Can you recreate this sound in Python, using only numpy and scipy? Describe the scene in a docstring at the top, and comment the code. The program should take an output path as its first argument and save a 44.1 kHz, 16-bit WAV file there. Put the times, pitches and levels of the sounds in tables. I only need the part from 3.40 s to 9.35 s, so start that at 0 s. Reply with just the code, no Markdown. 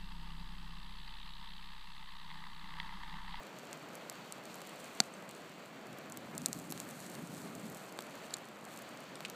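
"""Small stem fire on a river bank

Damp plant stems hiss and fizz (filtered clicks), fibres snap (single sharp breaks with splintering tails)
and a few hollow stems burst and ring (cracks plus decaying modes). A flame flutters softly (low filtered
noise) and flares up half-way through. Behind it a river rushes steadily (noise, bubbles, fine drops).
The stones add a faint scatter. Loud pops make the recorder's gain duck, and it creeps back afterwards."""
import sys
import numpy as np
from scipy import signal
from scipy.fft import rfft, irfft, next_fast_len
from scipy.io import wavfile

SR = 44100
rng = np.random.default_rng(int(sys.argv[2]) if len(sys.argv) > 2 else 0)


def wav_out(sig):
    """Save sig, one row per channel (or a flat mono array), as 16-bit PCM at SR to the path in sys.argv[1]."""
    wavfile.write(sys.argv[1], SR, np.round(np.clip(np.atleast_2d(sig).T, -1, 1) * 32767).astype(np.int16))


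N = 262611
TIME = np.arange(N) / SR
SHORT = TIME[:2048]  # time axis of one brief sound


def undb(db):
    """Decibels to gain."""
    return 10 ** (np.asarray(db) / 20)


def curve(table):
    """A (time, level) table joined by straight lines in time."""
    times, levels = np.transpose(table)
    return np.interp(TIME, times, levels)


def unit(x):
    """Scale to rms 1."""
    return x / np.sqrt(np.mean(x ** 2))


def colour(x, points):
    """Causal minimum-phase filter through (Hz, dB) points, joined along log frequency."""
    hz, db = np.transpose(points)
    size = 2 * next_fast_len(len(x) // 2 + 1)
    bins = np.maximum(np.arange(size // 2 + 1) * SR / size, 1)
    gain_db = np.interp(np.log(bins), np.log(hz), db)
    cepstrum = irfft(np.log(undb(gain_db)))
    # folding the cepstrum forward in time makes the filter causal
    cepstrum[1:size // 2] *= 2
    cepstrum[size // 2 + 1:] = 0
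    response = np.exp(rfft(cepstrum))
    return irfft(rfft(x, size) * response)[:len(x)]


def no_bass(x, hz):
    """Steep high-pass: so small a source radiates no deep bass."""
    return signal.sosfilt(signal.butter(4, hz, "highpass", fs=SR, output="sos"), x)


def walk(rate):
    """Random wander with a spread near 1, drawn at rate points a second and joined by lines."""
    return 1.2 * np.interp(TIME * rate, np.arange(2048), rng.standard_normal(2048))


def add(out, s, sound):
    """Mix a sound in at a time in seconds."""
    start = int(s * SR)
    out[start:start + len(sound)] += sound[:N - start]


def decay(t60):
    """Exponential fall that loses 60 dB in t60 seconds."""
    return np.exp(-np.log(1000) * SHORT / t60)


def ring(hz, t60):
    """A struck mode; the pressure jumps at the blow and swings away."""
    return np.cos(2 * np.pi * hz * SHORT) * decay(t60)


def fracture(tail_share, tail_t60):
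    """One sharp break, then a brief splintering; the two share an energy near 1."""
    share = np.clip(tail_share, 0, 1)
    tail = rng.standard_normal(len(SHORT)) * decay(tail_t60)
    pulse = np.sqrt(share) * tail / np.linalg.norm(tail)
    pulse[0] = np.sqrt(1 - share)
    return pulse


def grains(per_s, spread_db):
    """Random tiny clicks of either sign, many weak and few strong."""
    chance, size, sign = rng.random((3, N))
    strength = np.minimum(-np.log(1 - size), np.pi)
    happens = chance < per_s / SR
    return happens * undb(spread_db * strength) * np.sign(sign - .5)


def pores(clicks, low_hz, high_hz, t60):
    """Each click rings a pore of its own size, so every tick has its own pitch."""
    out = np.zeros(N)
    for at in np.flatnonzero(clicks):
        hz = low_hz * (high_hz / low_hz) ** rng.random()
        tick = ring(hz, t60)
        add(out, at / SR, clicks[at] * tick / np.linalg.norm(tick))
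    return out


def bubbles(count, low_hz, high_hz, cycles, spread_db):
    """Air folded into running water rings briefly; small bubbles are quieter; rms 1."""
    out = np.zeros(N)
    for when, size, strength in rng.random((count, 3)):
        hz = low_hz * (high_hz / low_hz) ** size
        level = undb(spread_db * strength) * np.sqrt(low_hz / hz)
        add(out, when * N / SR, level * ring(hz, cycles / hz))
    return unit(no_bass(out, 400))


def river():
    """Water over stones: a low rush that wavers, bubbling, and finer splashing above it."""
    # tone of the low rush: (frequency [Hz], gain [dB])
    rush_tone = [(18, -51.5), (30, -48), (86, -22.5), (106, -15.5), (137, -4.5), (187, 0), (266, -2),
                 (303, -3), (365, -4), (393, -3), (423, -4), (636, -2.5), (871, -8), (1190, -7),
                 (2500, -15), (3250, -27.5), (5500, -120)]
    # tone of the splashing drops: (frequency [Hz], gain [dB])
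    splash_tone = [(1400, -11.5), (2300, 3), (3000, 3.5), (3800, 0), (4550, 1.5), (5000, -7), (7500, -5.5),
                   (9700, -20), (15000, -13.5)]
    # drift of the splashing treble: (time [s], level [dB])
    splash_level = [(0, -59.5), (1.5, -58.5), (2.2, -60), (4.55, -61.5), (4.9, -57.5), (5.03, -62.5),
                    (5.22, -64), (5.31, -59), (5.95, -59)]
    rush = unit(colour(rng.standard_normal(N), rush_tone)) * undb(0.83 * walk(rate=18))
    babble = bubbles(count=2200, low_hz=531.2, high_hz=3640, cycles=8.85, spread_db=20)
    drops = unit(grains(per_s=7000, spread_db=0.5))
    splash = unit(colour(drops, splash_tone)) * undb(0.86 * walk(rate=29))
    return rush * undb(-51) + babble * undb(-61.5) + splash * undb(curve(splash_level))


def flame():
    """Burning gas flutters in the draught: faint over the embers, strong in each flare."""
    # tone of the flutter: (frequency [Hz], gain [dB])
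    flutter_tone = [(25, -35), (60, -32), (100, -12.5), (150, -1.5), (200, 1), (290, -4.5), (400, -12),
                    (700, -31), (1500, -42.5)]
    # height of the flame, which catches, flares and collapses: (time [s], flutter level before wavering [dB])
    flame_level = [(0, -71), (2.36, -67), (2.54, -52), (2.62, -60.5), (2.75, -52.5), (2.92, -51.5),
                   (3.0, -47), (3.13, -47.5), (3.21, -47), (3.44, -49), (3.53, -53), (3.71, -53.5),
                   (3.79, -47), (4.03, -52), (4.13, -49.5), (4.31, -47.5), (4.39, -68.5), (5.95, -60)]
    roar = unit(colour(rng.standard_normal(N), flutter_tone))
    return roar * undb(curve(flame_level) + 1.68 * walk(rate=42))


def swell(start, attack_s, end, release_s):
    """An even rise, a hold until the end, then a dying away."""
    rise = np.clip((TIME - start) / attack_s, 0, 1)
    return rise * np.exp(-np.maximum(TIME - end, 0) / release_s)


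def boiling():
    """Flow of steam: a slow boil with short spurts on top."""
    # how hard the sap boils, rising as the flame takes hold: (time [s], relative level [dB])
    boil_level = [(0, -71.5), (1.0, -68.5), (1.35, -66), (1.6, -62), (2.0, -68.5), (2.62, -71.5),
                  (2.9, -67), (3.05, -60.5), (3.5, -55), (3.85, -58.5), (4.38, -58), (4.6, -64),
                  (5.1, -65.5), (5.95, -71)]
    # spurts of steam: (start [s], length [s], relative level [dB])
    spurt_list = [(1.13, 0.078, -64.5), (1.379, 0.1, -62.5), (3.275, 0.035, -60), (5.27, 0.061, -57.5)]
    attack_s, release_s = 0.0143, 0.033
    spurts = np.zeros(N)
    for start, length, db in spurt_list:
        spurts += undb(db) * swell(start, attack_s, start + length, release_s)
    return np.hypot(undb(curve(boil_level)), spurts)


def steam(boil):
    """Sap boils out of the stems: a sputtering hiss, ticks that quicken with it, and a bright sizzle."""
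    # tone of the escaping steam: (frequency [Hz], gain [dB])
    hiss_tone = [(2000, -22), (4300, -2), (5000, -9.5), (6300, -5), (7900, -2), (9000, -5), (9900, -10),
                 (12000, -7.5), (15000, -15.5)]
    # tone of the fine sizzle where the flame licks the damp stems: (frequency [Hz], gain [dB])
    sizzle_tone = [(3000, -29), (6000, -15), (8000, -5), (10000, -14), (12000, -12), (15000, -4.5)]
    jet = unit(colour(grains(per_s=4500, spread_db=4.0), hiss_tone)) * undb(2.7 * walk(rate=45))
    tick_rate = 90 * (boil / boil.mean()) ** .5
    ticks = colour(grains(per_s=tick_rate, spread_db=4.5), hiss_tone)
    heat = boil / boil.max()
    # blisters are both rarer and weaker away from the height of the boil
    blisters = grains(per_s=420 * heat, spread_db=5.0) * np.sqrt(heat)
    sizzle = colour(pores(blisters, low_hz=6020, high_hz=14020, t60=0.0023), sizzle_tone)
    return boil * jet * undb(-3.5) + ticks * undb(-40.5) + sizzle * undb(-44)


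def stones(x, t60, wet_db):
    """Faint, quick scatter from the ground and the stones around the fire."""
    late = SHORT > .002  # the first scatter arrives after 2 ms
    scatter = rng.standard_normal(len(SHORT)) * decay(t60) * late
    scatter /= np.linalg.norm(scatter)
    return x + undb(wet_db) * signal.fftconvolve(x, scatter)[:N]


def snaps():
    """Fibres break in the heat; thick ones have more body, thin and splintering ones more air."""
    # the snapping fibres: (time [s], relative level [dB], body near 3 kHz re level [dB],
    # share of energy in the splintering tail [0-1])
    snap_list = [(0.1875, -29.5, -14, 0.26), (0.271, -34.5, -9, 0), (0.33, -19, -4.5, 0),
                 (0.554, -25.5, -20.5, 0.46), (0.6981, -14.5, -5.5, 0.16), (0.7255, -32.5, -7.5, 0.36),
                 (0.924, -17, -8, 0.17), (1.0545, -28, -11.5, 0.24), (1.1433, -25.5, -15, 0.12),
                 (1.1556, -31, -7, 0.49), (1.2177, -26.5, 1.5, 0.3), (1.2722, -30.5, -10, 0.54),
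                 (1.2939, -29.5, -18.5, 0.32), (1.444, -29.5, 3, 0.24), (1.5507, -31.5, -12, 0.33),
                 (1.6387, -27, -14, 0.07), (1.892, -26, -4, 0.28), (1.9115, -26, -9, 0.24),
                 (1.9504, -28.5, -9, 0.14), (2.5859, -28, -23.5, 0.43), (2.6991, -28, -14.5, 0.42),
                 (2.7226, -18.5, -21.5, 0.04), (2.773, -20, -4, 0.43), (2.9514, -27.5, -9, 0),
                 (2.9795, -15.5, -9.5, 0.42), (3.0184, -23, -10, 0), (3.06, -2.5, -11, 0.31),
                 (3.067, -25.5, -9.5, 0.2), (3.0848, -26, 1.5, .5), (3.13, -10, -8, 0.11),
                 (3.1497, -29, -5.5, 0.1), (3.1759, -30.5, -11.5, .4), (3.1894, -26, -10.5, 0.33),
                 (3.199, -26.5, -13, 0.28), (3.2961, -30, -15, 0.34), (3.3036, -20.5, -15, 0.28),
                 (3.3121, -24, -11, 0.58), (3.323, -17, 1.5, 0.62), (3.377, -23, -2, 0.26),
                 (3.4015, -14.5, -7.5, 0.2), (3.49, -29, -3, .45), (3.5043, -31, -0.5, 0.52),
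                 (3.51, -26, -9, 0.2), (3.5923, -32, -9, 0.33), (3.6035, -26.5, -10, 0.17),
                 (3.6653, -25.5, -6, 0.1), (3.6995, -24, -12.5, 0.27), (3.7176, -30.5, -12.5, .15),
                 (3.7526, -24, -3, 0.15), (3.8737, -29, -9.5, 0.18), (3.9482, -26.5, -13.5, 0.02),
                 (3.9689, -28, -10, 0), (4.037, -38, -10.5, 0.08), (4.152, -23.5, -14, 0.22),
                 (4.2998, -31, -11.5, 0.51), (4.347, -27.5, -11, 0.42), (4.3715, -32, -11.5, 0.53),
                 (4.5244, -29, -2.5, 0.3), (4.5898, -21, 7.5, 0.17), (4.6075, -25, -1.5, 0.3),
                 (4.6227, -26, -5.5, 0.29), (4.6974, -37, -5.5, .4), (4.755, -32, -9.5, 0.42),
                 (4.9685, -23, -7.5, 0.19), (4.9848, -31, -12, 0.29), (5.0549, -35, -13.5, 0.33),
                 (5.0877, -35.5, -2.5, 0.45), (5.2522, -27, -14, 0.17), (5.362, -32.5, -9, .35),
                 (5.375, -22.5, -8.5, 0.17), (5.3899, -30, -11.5, 0.48), (5.4211, -29.5, -7.5, 0.42),
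                 (5.491, -32, -10, 0.28), (5.5739, -29.5, -8, 0.1), (5.605, -31, -9, 0.24),
                 (5.8063, -26, 6, 0.18), (5.8996, -19.5, -11, 0.45)]
    # tone common to all snaps: (frequency [Hz], gain [dB])
    snap_tone = [(150, 0.5), (1000, 2.5), (3000, 0), (4400, 3.5), (4950, -1.5), (5700, 0.5), (7700, 5),
                 (9200, 1.5), (10100, 1.5), (12000, 5.5), (15000, 0)]
    out = np.zeros(N)
    for s, db, body_db, tail_share in snap_list:
        # loud, thick fibres are duller; splintering adds air
        air_db = -16.5 - 0.1178 * db + 23.5 * tail_share
        wood_db = 1.5 + 1.5 * body_db  # the woody low part follows the body
        thickness = [(1200, wood_db), (3200, body_db), (6200, 0), (8300, 0), (11000, air_db)]
        pulse = fracture(tail_share, tail_t60=.007)
        add(out, s, undb(db) * colour(pulse, thickness))
    return colour(no_bass(out, 250), snap_tone) * undb(1.5)


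def bursts():
    """Steam splits hollow stems: cracks, the ringing of their walls and a thump in the pile."""
    # cracks and wall rings of the bursting stems; rows close together are several modes of one burst:
    # (time [s], crack level [dB], share of energy in the splintering tail [0-1],
    # tail t60 [s], ring frequency [Hz], ring t60 [s], ring level [dB], thump of escaping gas [dB])
    mode_list = [(1.603, 8, 0.14, 0.0058, 4385, 0.0071, -13.5, -24.5),
                 (1.6034, -26, .2, .005, 6310, 0.0067, -16.5, -70),
                 (1.7378, -39.5, .2, .005, 8290, 0.0196, -42.5, -80),
                 (1.739, -38, 0.3, .005, 6300, 0.025, -48.5, -83),
                 (3.0602, -9, 0.1, .008, 4243, 0.00323, -20.5, -72.5),
                 (4.9075, -34, .5, .008, 4590, 0.0058, -36, -74.5),
                 (4.9377, -18.5, 0.65, .008, 11320, 0.0051, -34, -68.5),
                 (4.9395, -13, 0.76, 0.0257, 4180, 0.00295, -24, -66.5),
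                 (4.94, -11, 0.48, .009, 7065, 0.0094, -24.5, -68.5),
                 (4.9406, -25.5, .7, .01, 8580, .006, -33, -76),
                 (5.7561, -19.5, 0.39, .006, 8230, 0.0045, -34.5, -73),
                 (5.8502, -13.5, 0.7, 0.0092, 2576, 0.00445, -23, -65),
                 (5.8538, -18.5, 0.68, .009, 3000, 0.00415, -28, -76),
                 (5.8588, -20.5, 0.62, 0.0092, 2500, 0.0046, -34, -68)]
    # tone of the crack: (frequency [Hz], gain [dB])
    crack_tone = [(100, -15), (300, -12), (1000, -13), (1800, -8.5), (2200, -8.5), (2850, -10.5), (3400, 0),
                  (4400, 1.5), (5000, -2), (6300, -6), (7900, -3), (9400, -10.5), (10400, -20),
                  (12000, -15.5), (13500, -31.5), (15000, -30)]
    # modes of the gap under the pile, rung by a burst: (frequency [Hz], t60 [s], relative level [dB])
    hollow_modes = [(200.3, 0.0364, -2), (304, 0.0068, -5.5), (735, 0.0174, -1), (1426, 0.0143, -1.5)]
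    wall_rise_s = 0.00009  # the wall takes a moment to swing up as the split runs along it
    out = np.zeros(N)
    thump = sum(undb(db) * ring(hz, t60) for hz, t60, db in hollow_modes)
    for s, crack_db, tail_share, tail_t60, hz, t60, ring_db, thump_db in mode_list:
        crack = colour(fracture(tail_share, tail_t60), crack_tone)
        wall = ring(hz, t60) * (1 - np.exp(-SHORT / wall_rise_s))
        add(out, s, undb(crack_db) * crack + undb(ring_db) * wall + undb(thump_db) * thump)
    return no_bass(out, 135)


def scene():
    """The fire close by, the river behind."""
    crackle = stones(bursts() + snaps(), t60=0.0145, wet_db=-18)
    return (crackle + steam(boiling()) + flame() + river())[None]


def gain_control(x):
    """A loud pop pushes the gain down; it creeps back afterwards."""
    threshold_db, slope = -17.5, 0.162  # slope: dB of cut per dB above the threshold
    attack_s, release_s = 0.0244, 0.936
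    over_db = np.maximum(20 * np.log10(np.abs(x) + 1e-9) - threshold_db, 0)
    # hold each peak while it decays along the recovery
    recovery = np.exp(-TIME / release_s)
    held_db = np.maximum.accumulate(over_db / recovery, axis=-1) * recovery
    lag = np.exp(-1 / (attack_s * SR))
    cut_db = slope * signal.lfilter([1 - lag], [1, -lag], held_db)
    return x * undb(-cut_db)


def record(dry):
    """The recorder ducks after loud pops and cuts the top steeply above 15.15 kHz."""
    top_cut = signal.ellip(8, .2, 70, 15150, fs=SR, output="sos")
    return signal.sosfilt(top_cut, gain_control(dry))


dry = scene()
out = record(dry)
wav_out(out)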